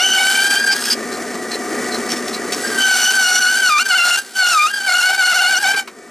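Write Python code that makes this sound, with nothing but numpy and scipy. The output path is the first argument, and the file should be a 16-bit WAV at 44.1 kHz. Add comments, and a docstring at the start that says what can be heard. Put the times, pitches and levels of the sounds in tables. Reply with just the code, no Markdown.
"""In a workshop, a bandsaw cuts into a wooden block that is fed in, drawn back and fed again.
The teeth strike the wood and sing at a rate that sags and jumps; left- and right-set teeth add half-rate
tones, and the chips hiss. The blade skips and rubs in short bursts, and near the end an off-cut drops.
Beneath it all the machine idles: noise ringing its frame, motor tones and hiss at the blade guides.
Short echoes of the room surround the sound in stereo."""
import sys
import numpy as np
from scipy import signal
from scipy.fft import rfft, irfft, next_fast_len
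from scipy.io import wavfile
from scipy.ndimage import uniform_filter1d, minimum_filter1d

SR = 44100
rng = np.random.default_rng(int(sys.argv[2]) if len(sys.argv) > 2 else 0)


def master_out(mix):
    """Clip the mix to full scale and print it as 16-bit PCM to the path in sys.argv[1]."""
    frames = np.transpose(np.atleast_2d(mix))
    ceiling = np.clip(frames, -1, 1)
    pcm = np.round(ceiling * 32767).astype(np.int16)
    wavfile.write(sys.argv[1], SR, pcm)


N = 269010


def from_db(db):
    """Turns decibels into gain."""
    return 10 ** (np.asarray(db) / 20)


def rms_one(x):
    """Scales a sound to an rms of 1."""
    return x / np.sqrt(np.mean(x ** 2) + 1e-20)


def in_time(tables):
    """Reads table columns at every sample with rounded corners; adds a gate that closes between tables."""
    t = np.arange(N) / SR
    s, *columns = np.transpose(np.concatenate(tables))
    is_open = np.zeros(N, bool)
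    for rows in tables:
        is_open |= (t >= rows[0][0] - .004) & (t < rows[-1][0] + .004)
    curves = [np.interp(t, s, column) for column in columns]
    return [uniform_filter1d(curve, size=300) for curve in curves + [is_open * 1.]]


def at_hz(points, hz):
    """Reads a spectrum between its points on a log-frequency axis."""
    point_hz, value = np.array(points).T
    return np.interp(np.log(hz), np.log(point_hz), value)


def drift(rate):
    """Slow random movement of spread 1: noise through two equal low-passes with their corner at rate [Hz]."""
    # worked out at every 20th sample only; the first 2000 values let the filter settle
    r = np.exp(-40 * np.pi * rate / SR)
    noise = rng.standard_normal(N // 20 + 2002)
    slow = signal.lfilter([1], [1, -2 * r, r * r], noise)[2000:]
    return np.interp(np.arange(N) / 20, np.arange(len(slow)), rms_one(slow - slow.mean()))


def resonance(x, hz, width_hz):
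    """Rings at one frequency, as a two-pole band-pass with gain 1 on top; a narrow one rings longer."""
    r = np.exp(-np.pi * width_hz / SR)
    poles = [1, -2 * r * np.cos(2 * np.pi * hz / SR), r * r]
    return signal.lfilter([(1 - r * r) / 2, 0, (r * r - 1) / 2], poles, x)


def coloured(x, spectrum):
    """Gives white noise a spectrum and an rms of 1."""
    size = next_fast_len(N)
    hz = np.arange(size // 2 + 1) * SR / size + 1
    return rms_one(irfft(rfft(x, size) * from_db(at_hz(spectrum, hz)), size)[:N])


def teeth(whine_db, octave_db, top_db, half_db, chips_db, skip_db, slack, wobble_hz, jitter, flicker_db):
    """Teeth striking wood make tones on multiples of their rate, fluttering as uneven teeth pass."""
    # tooth rate, one table a cut: (time [s], rate [Hz])
    rate_table = [
        [(0.0, 1408), (0.048, 1511), (0.22, 1500), (0.3, 1528), (0.513, 1580), (0.557, 1544), (0.603, 1602),
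         (0.72, 1565), (0.76, 1631), (0.93, 1630)],
        [(2.7, 1575), (2.8, 1530), (2.92, 1510), (2.95, 1452), (2.98, 1498), (3.01, 1465), (3.157, 1525),
         (3.263, 1446), (3.45, 1449), (3.524, 1508), (3.55, 1458), (3.565, 1556), (3.616, 1538), (3.64, 1489),
         (3.686, 1450), (3.702, 1220), (3.757, 1175), (3.789, 1190), (3.8, 1426), (3.853, 1508), (3.891, 1563),
         (3.9, 1469), (3.945, 1375), (3.954, 1529), (3.991, 1376), (4.049, 1420), (4.147, 1382), (4.169, 1410),
         (4.18, 1577)],
        [(4.386, 1511), (4.442, 1430), (4.508, 1418), (4.544, 1293), (4.59, 1186), (4.667, 1233), (4.682, 1392),
         (4.7, 1433), (4.706, 1602), (4.785, 1590), (4.817, 1518), (4.859, 1576), (4.905, 1399), (4.929, 1468),
         (4.94, 1367), (4.957, 1440), (4.999, 1445), (5.011, 1371), (5.066, 1498), (5.102, 1458), (5.19, 1502),
         (5.22, 1448), (5.324, 1445), (5.334, 1344), (5.366, 1497), (5.39, 1372), (5.41, 1488), (5.45, 1409),
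         (5.517, 1533), (5.567, 1407), (5.585, 1536), (5.629, 1624), (5.653, 1469), (5.695, 1550),
         (5.831, 1510)],
    ]
    # extra tones, after the whine, the chips and the half rate in turn:
    # (multiple of the tooth rate, level above the leading layer [dB], gain per 100 Hz of sag [dB])
    twelfth = [(3, -9.5, -1.14)]
    top_tones = [(5, -6, 0.11), (6, -9, 0.1), (7, -14.5, 0.1), (8, -18, 0.1)]
    set_tones = [(.5, 0.8, 0.1), (1.5, 0.5, 1.3), (2.5, -8.5, 2.4), (3.5, -8, 1.5), (4.5, -16, 2.6)]  # from left- and right-set teeth
    # low tones sit a little sharp: multiple of the tooth rate -> shift [Hz]
    sharp_hz = {.5: 28, 1: 16, 1.5: 16}
    free_hz = 1601  # tooth rate out of the wood
    speed_up = 0.8  # share of the sag won back as the chips break off
    squeal_below_hz = 1310  # under this rate the teeth lock onto a blade resonance
    wander_db, wander_hz = 1, 8  # random swell and fade of single tones

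    rate_hz, _ = in_time(rate_table)
    rate_hz = rate_hz + speed_up * slack * (free_hz - rate_hz)
    sag = (free_hz - rate_hz) / 100
    t = np.arange(N) / SR
    loose = np.clip((rate_hz - squeal_below_hz) / 60 + 1, .3, 1)  # a locked squeal is cleaner
    wobbling_hz = rate_hz + loose * wobble_hz * drift(27.9)
    phase = 2 * np.pi * np.cumsum(wobbling_hz) / SR + loose * jitter * drift(75)
    shared = drift(42)  # flicker common to all tones and the chips

    tones = [(1, whine_db + skip_db),
             (2, octave_db + wander_db * loose * drift(wander_hz)),
             (4, top_db)]
    for table, lead_db in [(twelfth, whine_db), (top_tones, chips_db), (set_tones, half_db)]:
        for k, db, sag_db in table:
            tones.append((k, lead_db + db + sag_db * sag + wander_db * drift(wander_hz)))

    out = 0
    for k, level_db in tones:
        # a scattered part beats against the steady one, most in the top tones
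        scatter = loose * (.27 if k == 1 else 0.71 + 0.039 * k)
        speed_hz = 60 if k <= 1.5 else 22 + 15 * k  # the low tones chatter
        turn = k * phase + 2 * np.pi * (sharp_hz.get(k, 0) * t + rng.random())
        beat = 1 + scatter * (drift(speed_hz) + 1j * drift(speed_hz))
        beat = beat / np.sqrt(.5 + scatter ** 2)
        tone = (beat * np.exp(1j * turn)).real
        out = out + from_db(level_db + flicker_db * loose * shared) * tone
    return out, phase, shared


def kerf(chips, phase, shared, gated, grain_db, hiss_db):
    """Chips hiss as grainy noise that swells with the teeth and pairs of teeth, and stutters with a roller."""
    # colour of the chip hiss: (frequency [Hz], level [dB])
    chip_colour = [(88, -35), (150, -30.5), (584, -20), (752, -9.5), (1130, -20.5), (1480, -2.5),
                   (1840, -15), (2930, -14.5), (3290, -13), (4400, -11), (4760, -9.5), (9950, -16),
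                   (15600, -29.5)]
    t = np.arange(N) / SR
    grains = rng.standard_normal(N) * from_db(grain_db * drift(430))
    swell = 1 + gated * np.cos(phase) + 0.5 * np.cos(phase / 2)
    # a fast roller, 66.6 turns a second
    roller = 1 + 0.3 * np.cos(2 * np.pi * 66.6 * t) + 0.17 * np.cos(2 * np.pi * 133.2 * t)
    hiss = coloured(grains * swell, chip_colour)
    return from_db(hiss_db + 0.59 * shared) * chips * roller * hiss


def skipping():
    """The blade skips in the cut, briefly changing the whine and the chips; gives both changes in dB."""
    # skips: (time [s], change of the whine [dB], change of the chips [dB], length [s])
    skips = [(0.058, -7, -2, 0.0084), (0.131, -24, -0.5, 0.0057), (0.164, -15, -3.5, 0.0069),
             (0.19, -16, 3, 0.01), (0.351, -9, 0, 0.0044), (0.436, -20, 0.5, 0.0073),
             (0.49, -9.5, -9.5, 0.023), (0.529, -11, -1, 0.0044), (0.557, -18, -1.5, 0.005),
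             (0.587, -17, -6.5, 0.012), (0.636, -10, -3.5, 0.0065), (0.66, -22, -8.5, 0.0087),
             (0.741, -4, -2, 0.0065), (0.841, -28, 1.5, 0.038), (3.017, -15, -0.5, 0.0048),
             (3.13, -7, -5, 0.0092), (3.401, -4, -11.5, 0.0099), (3.617, -11, -7.5, 0.013),
             (3.783, -29, -1, 0.0052), (3.841, -18, -12.5, 0.02), (3.875, -4, -6, 0.0064),
             (4.169, -5, -8, 0.0073), (4.727, 3, -7, 0.0081), (4.833, -5, -1.5, 0.01),
             (4.905, -8, -0.5, 0.0085), (5.125, -10, -6.5, 0.014), (5.175, -12, -9, 0.018),
             (5.341, -16, -2, 0.0056), (5.597, -4, -5, 0.014), (5.749, -6, -14.5, 0.0218)]
    t = np.arange(N) / SR
    change_db = np.zeros((2, N))
    for s, whine_db, chips_db, length in skips:
        bump = np.exp(-((t - s) / length) ** 2 * 2)
        change_db += np.outer([whine_db, chips_db], bump)
    return change_db


def ringing_body(cut):
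    """Blade and block resonances flare as a tone of the cut sweeps through them."""
    # resonances of blade and block: (frequency [Hz], width [Hz], level [dB])
    body = [(1206, 43, -7), (1530, 89, -8), (2370, 8, -3.5), (2795, 16, 3), (2856, 11, 4.5), (4350, 91, -3),
            (4450, 15, -24), (6000, 24, -32)]
    return sum(from_db(db) * resonance(cut, hz, width) for hz, width, db in body)


def rubs():
    """The blade rubs on a guide or the cut: stuttering rough noise rings the guide, with a squeak in it."""
    # rubs: (time [s], relative level [dB], squeak [Hz], scuff above the squeak [dB], length [s])
    rub_table = [(0.708, 3.5, 4840, -3, 0.041), (0.835, -7.5, 5120, -1, 0.072),
                 (0.901, 5.5, 4830, -7.5, 0.048), (1.112, -18, 4100, 0.5, 0.055),
                 (1.326, -29, 4170, 2, 0.046), (1.509, -10, 4150, -1.5, 0.064), (1.91, -9, 4150, -6, 0.068),
                 (2.087, -11.5, 5300, 1.5, 0.08), (2.157, -19, 5400, 6, 0.062),
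                 (2.267, -18, 5300, 4, 0.064), (2.323, -14.5, 4120, 0, 0.069),
                 (2.5193, -9.5, 5300, 5.5, 0.036), (2.668, -13.5, 5270, -4, 0.046)]
    # guide block resonances: (frequency [Hz], width [Hz], level [dB])
    guide = [(4570, 39, -10), (5230, 300, -16), (7740, 400, -21.5)]
    out = np.zeros(N)
    stutter_db = 2.5 * drift(250) + 2 * drift(60)
    rough = rms_one(rng.standard_normal(N) * from_db(stutter_db))
    band = signal.butter(2, [1500, 7500], "band", fs=SR, output="sos")
    scuff = rms_one(signal.sosfilt(band, rough))
    scuff = scuff + sum(from_db(db) * rms_one(resonance(rough, hz, width)) for hz, width, db in guide)
    for s, db, hz, scuff_db, length in rub_table:
        start, size = int(s * SR), int(max(length, .01) * SR)
        part = slice(start, start + size)
        squeak = rms_one(resonance(resonance(rough[part], hz, 220), hz, 1100))
        shape = np.sin(np.pi * np.linspace(0, 1, size) ** 0.62)  # rises faster than it falls
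        out[part] += from_db(db - 17) * shape * (squeak + from_db(scuff_db) * scuff[part])
    return out


def offcut():
    """The off-cut breaks free, then drops on the table: a burst of contacts rings the small piece."""
    # knocks: (time [s], relative level [dB], thud above the clack [dB])
    drop = [(5.739, -16.5, 7.5), (5.874, -22.5, -24)]
    # ringing tones of the piece, thud first: (frequency [Hz], level [dB], ring time that sets the width [s])
    piece = [(408, -3, 0.098), (1290, 7, 0.0079), (2190, 2.5, .01), (3740, -8, .008)]
    out, t = np.zeros(N), np.arange(5000) / SR
    for s, db, thud_db in drop:
        fade = from_db(-60 * t / 0.089)  # down 60 dB in 89 ms
        contacts = rng.standard_normal(len(t)) * fade * np.minimum(1, t / 0.0025)
        thud, *rings = [from_db(level_db) * rms_one(resonance(contacts, hz, 2.9 / ring_s))
                        for hz, level_db, ring_s in piece]
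        crack = from_db(-10.0) * rms_one(resonance(contacts, 1500, 3000))
        start = int(s * SR)
        out[start:start + len(t)] += from_db(db - 26.0) * (from_db(thud_db) * thud + sum(rings) + crack)
    return out


def idling(frame_db, wash_db):
    """The idling machine: running noise keeps the frame ringing, with motor tones and hiss at the guides."""
    # the idle level rises and sinks through the scene, before its slow drift: (time [s], level [dB])
    idle = [(0.0, -32), (0.83, -35), (1.0, -32.5), (1.68, -28.5), (1.97, -26.5), (2.56, -25.5), (2.67, -27),
            (2.79, -26.5), (2.89, -36), (3.64, -42.5), (4.25, -46.5), (4.55, -50.5), (4.99, -49.5),
            (6.1, -44)]
    # colour of the running noise: (frequency [Hz], level [dB])
    idle_colour = [(15, -78), (25, -42), (156, -21.5), (240, -9.5), (297, -7.5), (400, -1.5), (567, -11),
                   (704, -11.5), (784, -16.5), (1210, -18), (1670, -16), (1850, -14), (2700, -25),
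                   (3800, -26.5), (4500, -22), (7930, -22), (15600, -43)]
    # frame and wheel resonances: (frequency [Hz], width of the narrower filter [Hz], level [dB])
    frame_table = [(235.3, 32.5, 0), (380, 91, -12), (726, 38, -4.5), (1195, 140, -11.5),
                   (1512, 110, -13.5), (1803, 19, -1.5), (1944, 25, -4), (2287, 14.5, -9)]
    # steady motor tones: (frequency [Hz], level above the idling level [dB])
    motor_table = [(242, -9.5), (1200, -8.5), (1922, -10.5), (2287, -17)]
    # blade sliding in the guides: (frequency [Hz], width of each of two filters [Hz], level [dB])
    guide_hiss = [(7920, 200, -33), (9800, 160, -20.5)]
    level_db, _ = in_time([idle])
    shake, t = rng.standard_normal(N), np.arange(N) / SR
    frame = 0
    for k, (hz, width, db) in enumerate(frame_table):
        ring = resonance(resonance(shake, hz, width), hz, 2 * width)
        frame = frame + from_db(db) * (-1) ** k * ring
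    wash = coloured(rng.standard_normal(N) * from_db(1.55 * drift(130)), idle_colour)
    motor = 0
    for hz, db in motor_table:
        turn = 2 * np.pi * hz * t + 1.05 * drift(3.2)
        motor = motor + from_db(db + 2.0 * drift(4.5)) * np.cos(turn)
    guides = sum(from_db(db) * rms_one(resonance(resonance(shake, hz, width), hz, width))
                 for hz, width, db in guide_hiss)
    machine = from_db(frame_db) * rms_one(frame) + from_db(wash_db) * wash + motor + guides
    return from_db(level_db + 1.65 * drift(1.03)) * machine


def workshop(x):
    """Room echoes: eight repeating delays a side, weaker and duller on every round."""
    fade_s, wall_cut_hz = 0.25, 3500  # time to fall 60 dB in the bass; corner of the dulling
    size = next_fast_len(N + SR)
    w = 2 * np.pi * np.arange(size // 2 + 1) / size
    dull = np.exp(-2 * np.pi * wall_cut_hz / SR)
    wall = (1 - dull) / (1 - dull * np.exp(-1j * w))
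    walls = np.zeros((2, len(w)), complex)
    lags = (rng.uniform(.012, .04, 16) * SR).astype(int)
    for k, lag in enumerate(lags):
        loop = from_db(-60 * lag / SR / fade_s) * wall * np.exp(-1j * w * lag)
        walls[k % 2] += loop / (1 - loop) * (-1) ** (k // 2)
    return irfft(walls * rfft(x, size), size)[:, :N]


def two_ports(x):
    """Direct sound reaches left and right with a small step in level and phase, half on each side."""
    # left above right: (frequency [Hz], level [dB])
    louder_left = [(30, 0), (250, 1.8), (500, 1.0), (1200, 1.7), (2500, .4), (4500, -.1), (15000, 0)]
    # left ahead of right: (frequency [Hz], phase [radians])
    left_leads = [(0, 0), (860, 0.24), (2760, 0.19), (5600, 0.4), (8200, 0.27), (12000, 0), (15200, 0.01)]
    size = next_fast_len(N)
    hz = np.arange(size // 2 + 1) * SR / size + 1
    left = from_db(at_hz(louder_left, hz) / 2) * np.exp(.5j * at_hz(left_leads, hz))
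    return irfft(rfft(x, size) * np.array([left, 1 / left]), size)[:, :N]


def scene():
    """Mixes the cuts, rubs and off-cut over the idling machine, and adds the room."""
    # bite of the teeth before the skips, one table a cut: (time [s], whine [dB], octave [dB],
    # double octave [dB], half rate [dB], chip hiss [dB])
    bite = [
        [(0.0, -19, -21, -21, -22.5, -25.5), (0.08, -27.5, -14.5, -21, -37, -26.5),
         (0.14, -11.5, -5.5, -15, -29, -20.5), (0.19, -19.5, -19.5, -34, -21.5, -22),
         (0.3, -19, -22.5, -35, -29.5, -21), (0.4, -17.5, -22.5, -32, -29.5, -24),
         (0.55, -11, -20, -37, -27.5, -19.5), (0.62, -18, -35, -39, -38, -32.5),
         (0.66, -18.5, -43, -35, -52, -26.5), (0.71, -14, -23, -41, -25.5, -29.5),
         (0.77, -27.5, -36, -40, -44, -28.5), (0.88, -24.5, -36, -42, -64, -29.5),
         (0.935, -42, -31, -43, -54, -25), (0.96, -50, -41, -55, -55, -56)],
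        [(2.55, -56, -60, -55, -58, -33), (2.66, -29, -50, -47, -54, -32.5), (2.77, -26, -40, -44, -51, -30),
         (2.815, -15.5, -13, -23, -33.5, -23.5), (2.93, -14.5, -28, -25, -28, -22.5),
         (2.975, -22.5, -27, -23, -31.5, -22), (3.07, -13.5, -13.5, -15, -35, -19.5),
         (3.16, -14.5, -24, -26, -34, -21.5), (3.25, -13.5, -22, -20, -29, -20),
         (3.38, -18.5, -22.5, -20.5, -32, -23), (3.45, -13.5, -24, -24, -40, -23.5),
         (3.6, -17, -27, -32, -34, -24.5), (3.69, -11.5, -16.5, -22, -36, -21.5),
         (3.75, -9.5, -11.5, -23, -50, -23.5), (3.81, -16, -21.5, -29.5, -35, -24.5),
         (3.88, -23, -38, -31, -48, -27.5), (3.91, -12.5, -18.5, -34, -25, -23.5),
         (4.01, -13, -15, -25, -30, -23.5), (4.075, -8.5, -22.5, -23, -29, -18),
         (4.11, -18, -13.5, -27.5, -37, -23.5), (4.188, -20, -35, -29, -40, -23),
         (4.21, -35, -44, -50, -54, -38), (4.24, -45, -66, -62, -66, -39.5), (4.345, -47, -58, -55, -60, -41)],
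        [(4.35, -37, -40.5, -50, -55, -34.5), (4.378, -17, -33, -27.5, -39, -26.5),
         (4.43, -10, -17.5, -29, -26, -24.5), (4.53, -17, -23, -24, -43, -21),
         (4.565, -6.5, -27, -28, -52, -20.5), (4.606, -12, -1, -23, -39, -21), (4.65, -7, -21, -25, -46, -24),
         (4.685, -25, -32, -46, -42, -31.5), (4.73, -24.5, -35.5, -46, -54, -34.5),
         (4.83, -20.5, -31, -37.5, -36, -32), (4.862, -23, -29, -48, -40, -32.5),
         (4.88, -12.5, -25, -33.5, -19, -23), (4.96, -15.5, -27, -37, -33, -26.5),
         (5.02, -15.5, -23, -28, -39.5, -24.5), (5.08, -10, -20, -30, -19.5, -20.5),
         (5.15, -16, -27, -40, -28, -26.5), (5.23, -12.5, -21.5, -28, -27, -24),
         (5.38, -11.5, -21, -27, -25.5, -22), (5.52, -15.5, -23.5, -37, -25.5, -24.5),
         (5.57, -15, -23.5, -18, -33, -25), (5.62, -24, -47, -47, -36.5, -30),
         (5.65, -17, -23.5, -34, -22.5, -25.5), (5.79, -18, -24.5, -42, -27, -27.5),
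         (5.815, -36, -43, -50, -36, -38), (5.85, -53, -55, -61.5, -53, -60)],
    ]
    *tones_db, chips_db, cutting = in_time(bite)
    whine_dip_db, chip_dip_db = skipping()
    tones_db = [db + chip_dip_db for db in tones_db]
    chips_db = chips_db + chip_dip_db
    slack = 1 - from_db(chip_dip_db)
    tones, phase, shared = teeth(*tones_db, chips_db, whine_dip_db - chip_dip_db, slack,
                                 wobble_hz=8, jitter=0.17, flicker_db=3.0)
    chips = kerf(from_db(chips_db), phase, shared, gated=0.24, grain_db=1.0, hiss_db=2.0)
    cut = cutting * (tones + chips)
    cut = cut + ringing_body(cut)
    saw = cut + rubs() + offcut() + idling(frame_db=-0.5, wash_db=2.0)
    return two_ports(saw) + from_db(-26.5) * workshop(saw)


def record(dry):
    """A limiter holds the peaks down; the deepest bass and the top treble are cut."""
    limit, cutoff_hz = 0.56, 15850
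    needed = np.minimum(1, limit / (np.abs(dry).max(axis=0) + 1e-9))
    gain = uniform_filter1d(minimum_filter1d(needed, size=200), size=300)
    low_cut = signal.butter(2, 30, "high", fs=SR, output="sos")
    top_cut = signal.cheby2(16, 60, cutoff_hz, fs=SR, output="sos")
    return signal.sosfilt(top_cut, signal.sosfilt(low_cut, dry * gain))


dry = scene()
out = record(dry)
master_out(out)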